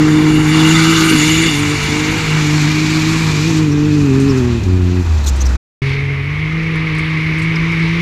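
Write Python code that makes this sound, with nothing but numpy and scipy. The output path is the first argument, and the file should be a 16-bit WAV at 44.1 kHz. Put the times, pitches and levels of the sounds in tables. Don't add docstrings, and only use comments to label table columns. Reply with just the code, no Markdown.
import sys
import numpy as np
from scipy import signal
from scipy.fft import rfft, irfft, next_fast_len
from scipy.io import wavfile

SR = 44100
rng = np.random.default_rng(int(sys.argv[2]) if len(sys.argv) > 2 else 0)


def materialize(psi):
    bounded = np.clip(np.atleast_2d(psi).T, -1, 1)
    quanta = np.round(bounded * 32767).astype(np.int16)
    wavfile.write(sys.argv[1], SR, quanta)


N = 353241
TIME = np.arange(N) / SR

# (from [s], until [s], brief sag of the firing note [dB])
LIFT_OFF_TIMES = [(4.596, 4.659, -6), (5.026, 5.6, -5)]


def from_db(db):
    return 10 ** (np.asarray(db) / 20)


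def unit_power(x):
    return x / np.sqrt(np.mean(x ** 2) + 1e-20)


def unit_power_between(x, low_hz, high_hz):
    part = rfft(x)[int(low_hz * N / SR):int(high_hz * N / SR)]
    return x * N / np.sqrt(2 * np.sum(np.abs(part) ** 2))


def curves(rows):
    times, *columns = np.transpose(rows)
    return [np.interp(TIME, times, column) for column in columns]


def gain_at(spectrum, hz):
    table_hz, db = np.transpose(spectrum)
    return from_db(np.interp(np.log(hz + 1e-6), np.log(table_hz), db))


def colour(x, spectrum):
    size = next_fast_len(N)
    hz = np.arange(size // 2 + 1) * SR / size
    return irfft(rfft(x, size) * gain_at(spectrum, hz), size)[:N]


def band(x, low_hz, high_hz):
    sos = signal.butter(3, [low_hz, min(high_hz, SR * .45)], "band", fs=SR, output="sos")
    return signal.sosfilt(sos, x)


def drift(rate_hz):
    step = 40
    pole = np.exp(-2 * np.pi * step * rate_hz / SR)
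    slow = signal.lfilter([1], [1, -2 * pole, pole * pole], rng.standard_normal(N // step + 2002))[2000:]
    return np.interp(np.arange(N) / step, np.arange(len(slow)), unit_power(slow))


def bump(centre_s, half_s):
    return np.exp(-((TIME - centre_s) / half_s) ** 2)


def sweep_past(full_s, until_s, db, rise_db_per_s, fall_db_per_s):
    before, after = np.maximum(full_s - TIME, 0), np.maximum(TIME - until_s, 0)
    return from_db(db - rise_db_per_s * before - fall_db_per_s * after)


def resonate(strength, modes, flutter_db):
    out = np.zeros(N)
    for hz, width, db in modes:
        gain = from_db(db + flutter_db * drift(15))
        out += gain * band(strength * rng.standard_normal(N), hz - width / 2, hz + width / 2)
    return unit_power(out)


def grains(per_s, spread_db):
    sizes = from_db(spread_db * np.minimum(rng.exponential(1, N), 4)) * rng.choice([-1, 1], N)
    return unit_power(sizes * (rng.random(N) < per_s / SR))


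def throttle_shut(move_s=0.018):
    return sum(np.clip(np.minimum(TIME - start, end - TIME) / move_s + .5, 0, 1)
               for start, end, _ in LIFT_OFF_TIMES)


def harmonic_levels(firing_hz, note_db, overtones_db, sag_s=0.053, silencer_hz=384.4):
    # (time [s], half length [s], second harmonic change [dB], third harmonic change [dB])
    turns = [(1.83, .055, -35, 0), (2.049, 0.29, -4.5, 1.5), (2.293, 0.13, -14.5, 2),
             (2.617, 0.044, -6.5, -1), (2.85, 0.29, -2.5, -15), (3.311, 0.13, -12.5, 0),
             (6.004, 0.73, -2.5, 10.5), (6.853, 0.34, 1, 6.5)]
    shut = throttle_shut()
    silencer_db = 59.5 * np.maximum(np.log2(3 * firing_hz / silencer_hz), 0)
    first = note_db + sum(db * bump(start + sag_s / 2, sag_s / 2) for start, _, db in LIFT_OFF_TIMES)
    second = overtones_db - 17 * shut
    third = overtones_db - 2 - 14 * shut - silencer_db
    for at_s, half_s, second_db, third_db in turns:
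        second += second_db * bump(at_s, half_s)
        third += third_db * bump(at_s, half_s)
    return [db + 0.95 * drift(6) for db in (first, second, third)]


def exhaust(firing_hz, phase, levels_db):
    # (frequency [Hz], gain [dB])
    pipe = [(200, -6), (300, -9), (370, -1.5), (450, -15.5), (520, -26.5), (620, -17.5), (700, -41.5)]
    throb = from_db(0.45 * drift(25))
    low = sum(from_db(db) * np.cos(k * phase) for k, db in enumerate(levels_db, 1))
    upper = sum(from_db(db) * gain_at(pipe, k * firing_hz) * np.cos(k * phase)
                for k, db in ((4, 0), (5, -3)))
    return -np.sqrt(2) * throb * (low + from_db(levels_db[2]) * upper)


def rumble(firing_hz, full_revs_hz=155):
    # (frequency [Hz], gain [dB])
    spectrum = [(15, -23.5), (30, -4.5), (50, 2), (110, 2), (160, -15.5), (300, -16.5), (600, -21.5),
                (900, -21), (1800, -55.5)]
    gain = from_db(-28.5 + 5 * np.log2(full_revs_hz / firing_hz))
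    return gain * unit_power(colour(rng.standard_normal(N), spectrum))


def burble(phase, overtones_db):
    # (multiple of a third of the firing rate, relative level [dB])
    uneven = [(1, -8.5), (4, -3), (5, -3.5), (7, -5), (8, -13)]
    # (frequency [Hz], gain [dB])
    spectrum = [(50, -15), (130, -0.5), (230, 1), (340, -2), (440, -7.5), (540, -21.5), (1000, -58.5)]
    # (time [s], level [dB])
    stumbles = [(0.37, -31), (1.14, -18), (1.46, -22), (4.63, -23)]
    tones = sum(from_db(db + 5 * drift(7)) * np.cos(k * phase / 3 + 0.7 * drift(6)) for k, db in uneven)
    noise = from_db(4) * unit_power(colour(rng.standard_normal(N), spectrum))
    gain = from_db(-11 + 0.9 * overtones_db - 2 * throttle_shut())
    thuds = sum(from_db(db) * bump(at_s, half_s=0.026) for at_s, db in stumbles)
    return (gain + thuds) * unit_power(unit_power(tones) + noise)


def engine(firing_hz, phase, crank):
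    # (time [s], firing note [dB], overtones [dB], crank shake [dB])
    loudness = [(0, -14, -11.5, -34), (0.36, -13.5, -10, -29), (0.43, -16, -16, -24.5),
                (0.58, -14, -11, -33.5), (0.85, -12.5, -13.5, -34), (1.1, -19.5, -13, -28.5),
                (1.45, -17.5, -15.5, -32), (1.6, -19, -18, -24.5), (2.15, -24, -13, -25.5),
                (2.35, -13.5, -16.5, -26), (2.9, -16, -15.5, -27), (3.7, -15.5, -15, -21.5),
                (4.3, -13.5, -13.5, -21), (4.57, -18.5, -20.5, -19), (4.7, -11, -21, -32),
                (5.55, -12.5, -22, -44), (5.82, -17.5, -32, -26.5), (6.35, -19.5, -37, -25),
                (6.58, -18, -28.5, -33), (8, -15, -29, -30)]
    note_db, overtones_db, shake_db = curves(loudness)
    note = exhaust(firing_hz, phase, harmonic_levels(firing_hz, note_db, overtones_db))
    shake = from_db(shake_db + 1.8 * drift(9)) * np.cos(crank + 0.47 * drift(7))
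    return note + shake + rumble(firing_hz) + burble(phase, overtones_db)


def belt_whirr(crank):
    # (time [s], level [dB], centre [Hz])
    belt = [(0, -32.5, 2156), (1.35, -23.5, 2230), (1.62, -24.5, 2200), (2.2, -23, 2250), (2.48, -26, 2300),
            (2.9, -24, 2334), (3.45, -28, 2388), (3.72, -37, 2482), (4.3, -33, 2523), (4.7, -40.5, 2490),
            (5.55, -40.5, 2517), (5.82, -23.5, 2174), (6.2, -27, 2181), (6.9, -23, 2173), (8, -22, 2220)]

    def wobble(width_hz):
        sos = signal.butter(2, width_hz / 2, fs=SR, output="sos")
        return unit_power(signal.sosfilt(sos, rng.standard_normal((2, N))))

    db, centre_hz = curves(belt)
    cos_part, sin_part = wobble(247) + from_db(-3) * wobble(895)
    angle = 2 * np.pi * np.cumsum(centre_hz) / SR
    whirr = unit_power(cos_part * np.cos(angle) + sin_part * np.sin(angle))
    return from_db(db) * (1 + 0.13 * np.cos(crank)) * whirr


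def patchy(x, depth_db, rate_hz, bands=13):
    spectrum, hz = rfft(x), np.arange(N // 2 + 1) * SR / N
    place = np.interp(hz, np.geomspace(600, 19200, bands), np.arange(bands))
    parts = (irfft(spectrum * np.maximum(1 - np.abs(place - k), 0), N) for k in range(bands))
    return sum(from_db(depth_db * drift(rate_hz)) * part for part in parts)


def sand(far):
    # (time [s], churn at 700-1150 Hz [dB], spray at 5000-6200 Hz [dB])
    wheelspin = [(0, -28.5, -37.5), (0.43, -31, -39), (0.57, -27, -31.5), (1.05, -29.5, -28.5),
                 (1.5, -31.5, -31.5), (1.62, -32, -34.5), (2.6, -31, -32.5), (3.5, -33.5, -33),
                 (3.68, -37.5, -42), (4.1, -38, -42), (4.33, -35, -40.5), (4.72, -42.5, -46.5),
                 (5.1, -40, -45.5), (5.55, -39.5, -45.5), (5.9, -40, -45), (6.05, -42, -51.5),
                 (6.3, -40.5, -53), (6.65, -39, -50), (8, -36.5, -44.5)]
    # (frequency [Hz], gain [dB])
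    churn_near = [(200, -9), (450, -15), (600, -11.5), (760, -3.5), (950, 1), (1300, 1), (1650, -1),
                  (2000, -1), (2600, -16), (4000, -21.5), (9000, -58.5)]
    churn_far = [(200, -5), (450, 3), (660, -27), (900, -4), (1170, 2.5), (1430, -5), (1900, -1),
                 (3000, -7.5), (6000, -54)]
    spray_near = [(1200, -10), (2500, 0.5), (3200, 1.5), (4100, 4), (5200, -1), (5900, 0), (7400, -2),
                  (8400, -15), (9500, -15), (10600, -20), (12300, -16), (13500, -34), (15600, -36.5)]
    spray_far = [(1500, -5), (2800, 5.5), (3700, 6.5), (4800, 0), (6000, -5.5), (7500, -16.5),
                 (10000, -20.5), (12500, -25), (14000, -47), (15600, -33)]
    churn_db, spray_db = curves(wheelspin)
    clods = grains(per_s=9000, spread_db=3) * from_db(0.71 * drift(25))
    fine = grains(per_s=20000, spread_db=2.5) * from_db(0.76 * drift(35))
    churn = np.where(far, unit_power_between(colour(clods, churn_far), 700, 1150),
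                     unit_power_between(colour(clods, churn_near), 700, 1150))
    spray = np.where(far, unit_power_between(colour(fine, spray_far), 5000, 6200),
                     unit_power_between(colour(fine, spray_near), 5000, 6200))
    return patchy(from_db(churn_db) * churn + from_db(spray_db) * spray, depth_db=1.22, rate_hz=4.9)


def tailpipe(phase):
    # (centre [Hz], width [Hz], relative level [dB])
    rasp_modes = [(2087, 160, -3), (2305, 126, -1), (2820, 240, 1), (3533, 260, -6), (4570, 410, -12.5)]
    mouth_modes = [(6940, 780, 0.5), (9170, 1600, -8.5), (11400, 2000, -14)]
    # (full from [s], until [s], level [dB], rise [dB/s], fall [dB/s])
    surges = [(0.5, 1.83, -26, 8.5, 9), (0.72, 0.82, -16.5, 32, 25), (1.25, 1.46, -17.5, 24, 49)]
    rasp_gain = np.max([sweep_past(*surge) for surge in surges], axis=0)
    hiss_gain = sweep_past(full_s=0.9, until_s=1.25, db=-25, rise_db_per_s=17.5, fall_db_per_s=17.5)
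    rasp = resonate(1 + 0.46 * np.cos(phase), rasp_modes, flutter_db=2.7)
    hiss = resonate(1 + 0.21 * np.cos(phase), mouth_modes, flutter_db=3)
    return rasp_gain * rasp + hiss_gain * hiss


def tyre_howl():
    # (centre [Hz], width [Hz], relative level [dB])
    modes = [(1292, 240, 1), (1504, 160, 1)]
    gain = sweep_past(full_s=0.83, until_s=1, db=-20.5, rise_db_per_s=45, fall_db_per_s=42)
    return gain * resonate(1, modes, flutter_db=1.5)


def stones():
    # (time [s], level [dB], time to fade by 30 dB [s], centre [Hz])
    landings = [(3.565, -29, 0.096, 5995), (4.2, -35, 0.11, 6800), (4.375, -30.5, 0.048, 5500),
                (4.634, -36, 0.039, 5314), (5.36, -39, 0.09, 7018), (5.49, -37, .1, 6000),
                (6.756, -43.5, 0.034, 8050), (6.949, -44, 0.05, 6990), (6.982, -38, 0.057, 7100),
                (7.384, -42, 0.058, 7450), (7.418, -39.5, .07, 7000), (7.556, -46, 0.043, 4937),
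                (7.719, -36, .03, 5260), (7.994, -39, .04, 5306)]
    out, grit = np.zeros(N), grains(per_s=8100, spread_db=5)
    crack = from_db(-17) * unit_power(band(grains(per_s=6000, spread_db=-2), 9000, 14000))
    for at_s, db, decay_s, hz in landings:
        start = int(at_s * SR)
        tick = (unit_power(band(grit, hz / 1.32, hz * 1.32)) + crack)[start:start + SR // 4]
        out[start:start + len(tick)] += tick * from_db(db - 30 * TIME[:len(tick)] / decay_s)
    return out


def squeaks():
    # (time [s], level [dB], length [s], start pitch [Hz], end pitch [Hz], scrape against the tone [dB])
    rubs = [(3.708, -33.5, 0.033, 5700, 5700, -9), (4.283, -31, .04, 5500, 5105, -15),
            (5.235, -32, 0.021, 3920, 4000, -4), (5.256, -26, 0.051, 5975, 7350, -1),
            (5.263, -26, 0.024, 4000, 3616, -11), (5.401, -24, 0.03, 5950, 6780, -10),
            (5.45, -29, 0.029, 5690, 5500, -6), (7.553, -30, 0.016, 5200, 5113, -15)]
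    out, waver = np.zeros(N), 0.06 * drift(270)
    slips = grains(per_s=9400, spread_db=5)
    scrape = unit_power(band(slips, 3800, 8700) + from_db(-8.5) * band(slips, 7900, 13000))
    for at_s, db, length_s, start_hz, end_hz, scrape_db in rubs:
        on = (TIME >= at_s) & (TIME < at_s + length_s)
        progress = (TIME[on] - at_s) / length_s
        hz = (start_hz + (end_hz - start_hz) * progress) * (1 + waver[on])
        tone = np.sqrt(2) * np.sin(2 * np.pi * np.cumsum(hz) / SR)
        out[on] += from_db(db) * np.sin(np.pi * progress) * (tone + from_db(scrape_db) * scrape[on])
    return out


def scene():
    # (time [s], firing rate [Hz])
    revs_near = [(0.0, 153.4), (0.49, 155), (0.8, 162.4), (1.08, 160.5), (1.19, 150), (1.45, 165),
                 (1.55, 145), (1.93, 148), (2.16, 159), (2.52, 149), (3.2, 161.4), (3.39, 150), (3.48, 163),
                 (3.71, 147), (3.96, 150), (4.13, 132.5), (4.28, 139), (4.4, 125), (4.58, 114),
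                 (4.67, 90.8), (5.01, 90), (5.16, 75.8), (5.36, 66), (5.55, 62.8)]
    revs_far = [(5.83, 134.8), (6.07, 140), (6.22, 138.6), (6.54, 161.6), (6.95, 157.3), (7.34, 158.8),
                (7.7, 165.1), (7.8, 161.8), (8.0, 168)]
    near_end_s, fade_out_s, far_start_s, fade_in_s = 5.569, 0.012, 5.818, 0.002
    far = TIME > near_end_s
    firing_hz = np.where(far, curves(revs_far)[0], curves(revs_near)[0])
    phase = 2 * np.pi * np.cumsum(firing_hz * (1 + 0.00802 * drift(12))) / SR
    crank = phase * 2 / 3
    belt = belt_whirr(crank)
    ground = tyre_howl() + sand(far) + stones()
    sound = engine(firing_hz, phase, crank) + tailpipe(phase) + belt + ground + squeaks()
    near_gain = np.clip((near_end_s - TIME) / fade_out_s, 0, 1)
    far_gain = np.clip((TIME - far_start_s) / fade_in_s, 0, 1)
    return (sound * (near_gain + far_gain))[None]


def record(dry):
    rounded = dry / (1 + dry ** 8) ** (1 / 8)
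    return signal.sosfilt(signal.cheby2(16, 70, 16300, fs=SR, output="sos"), rounded)


dry = scene()
out = record(dry)
materialize(out)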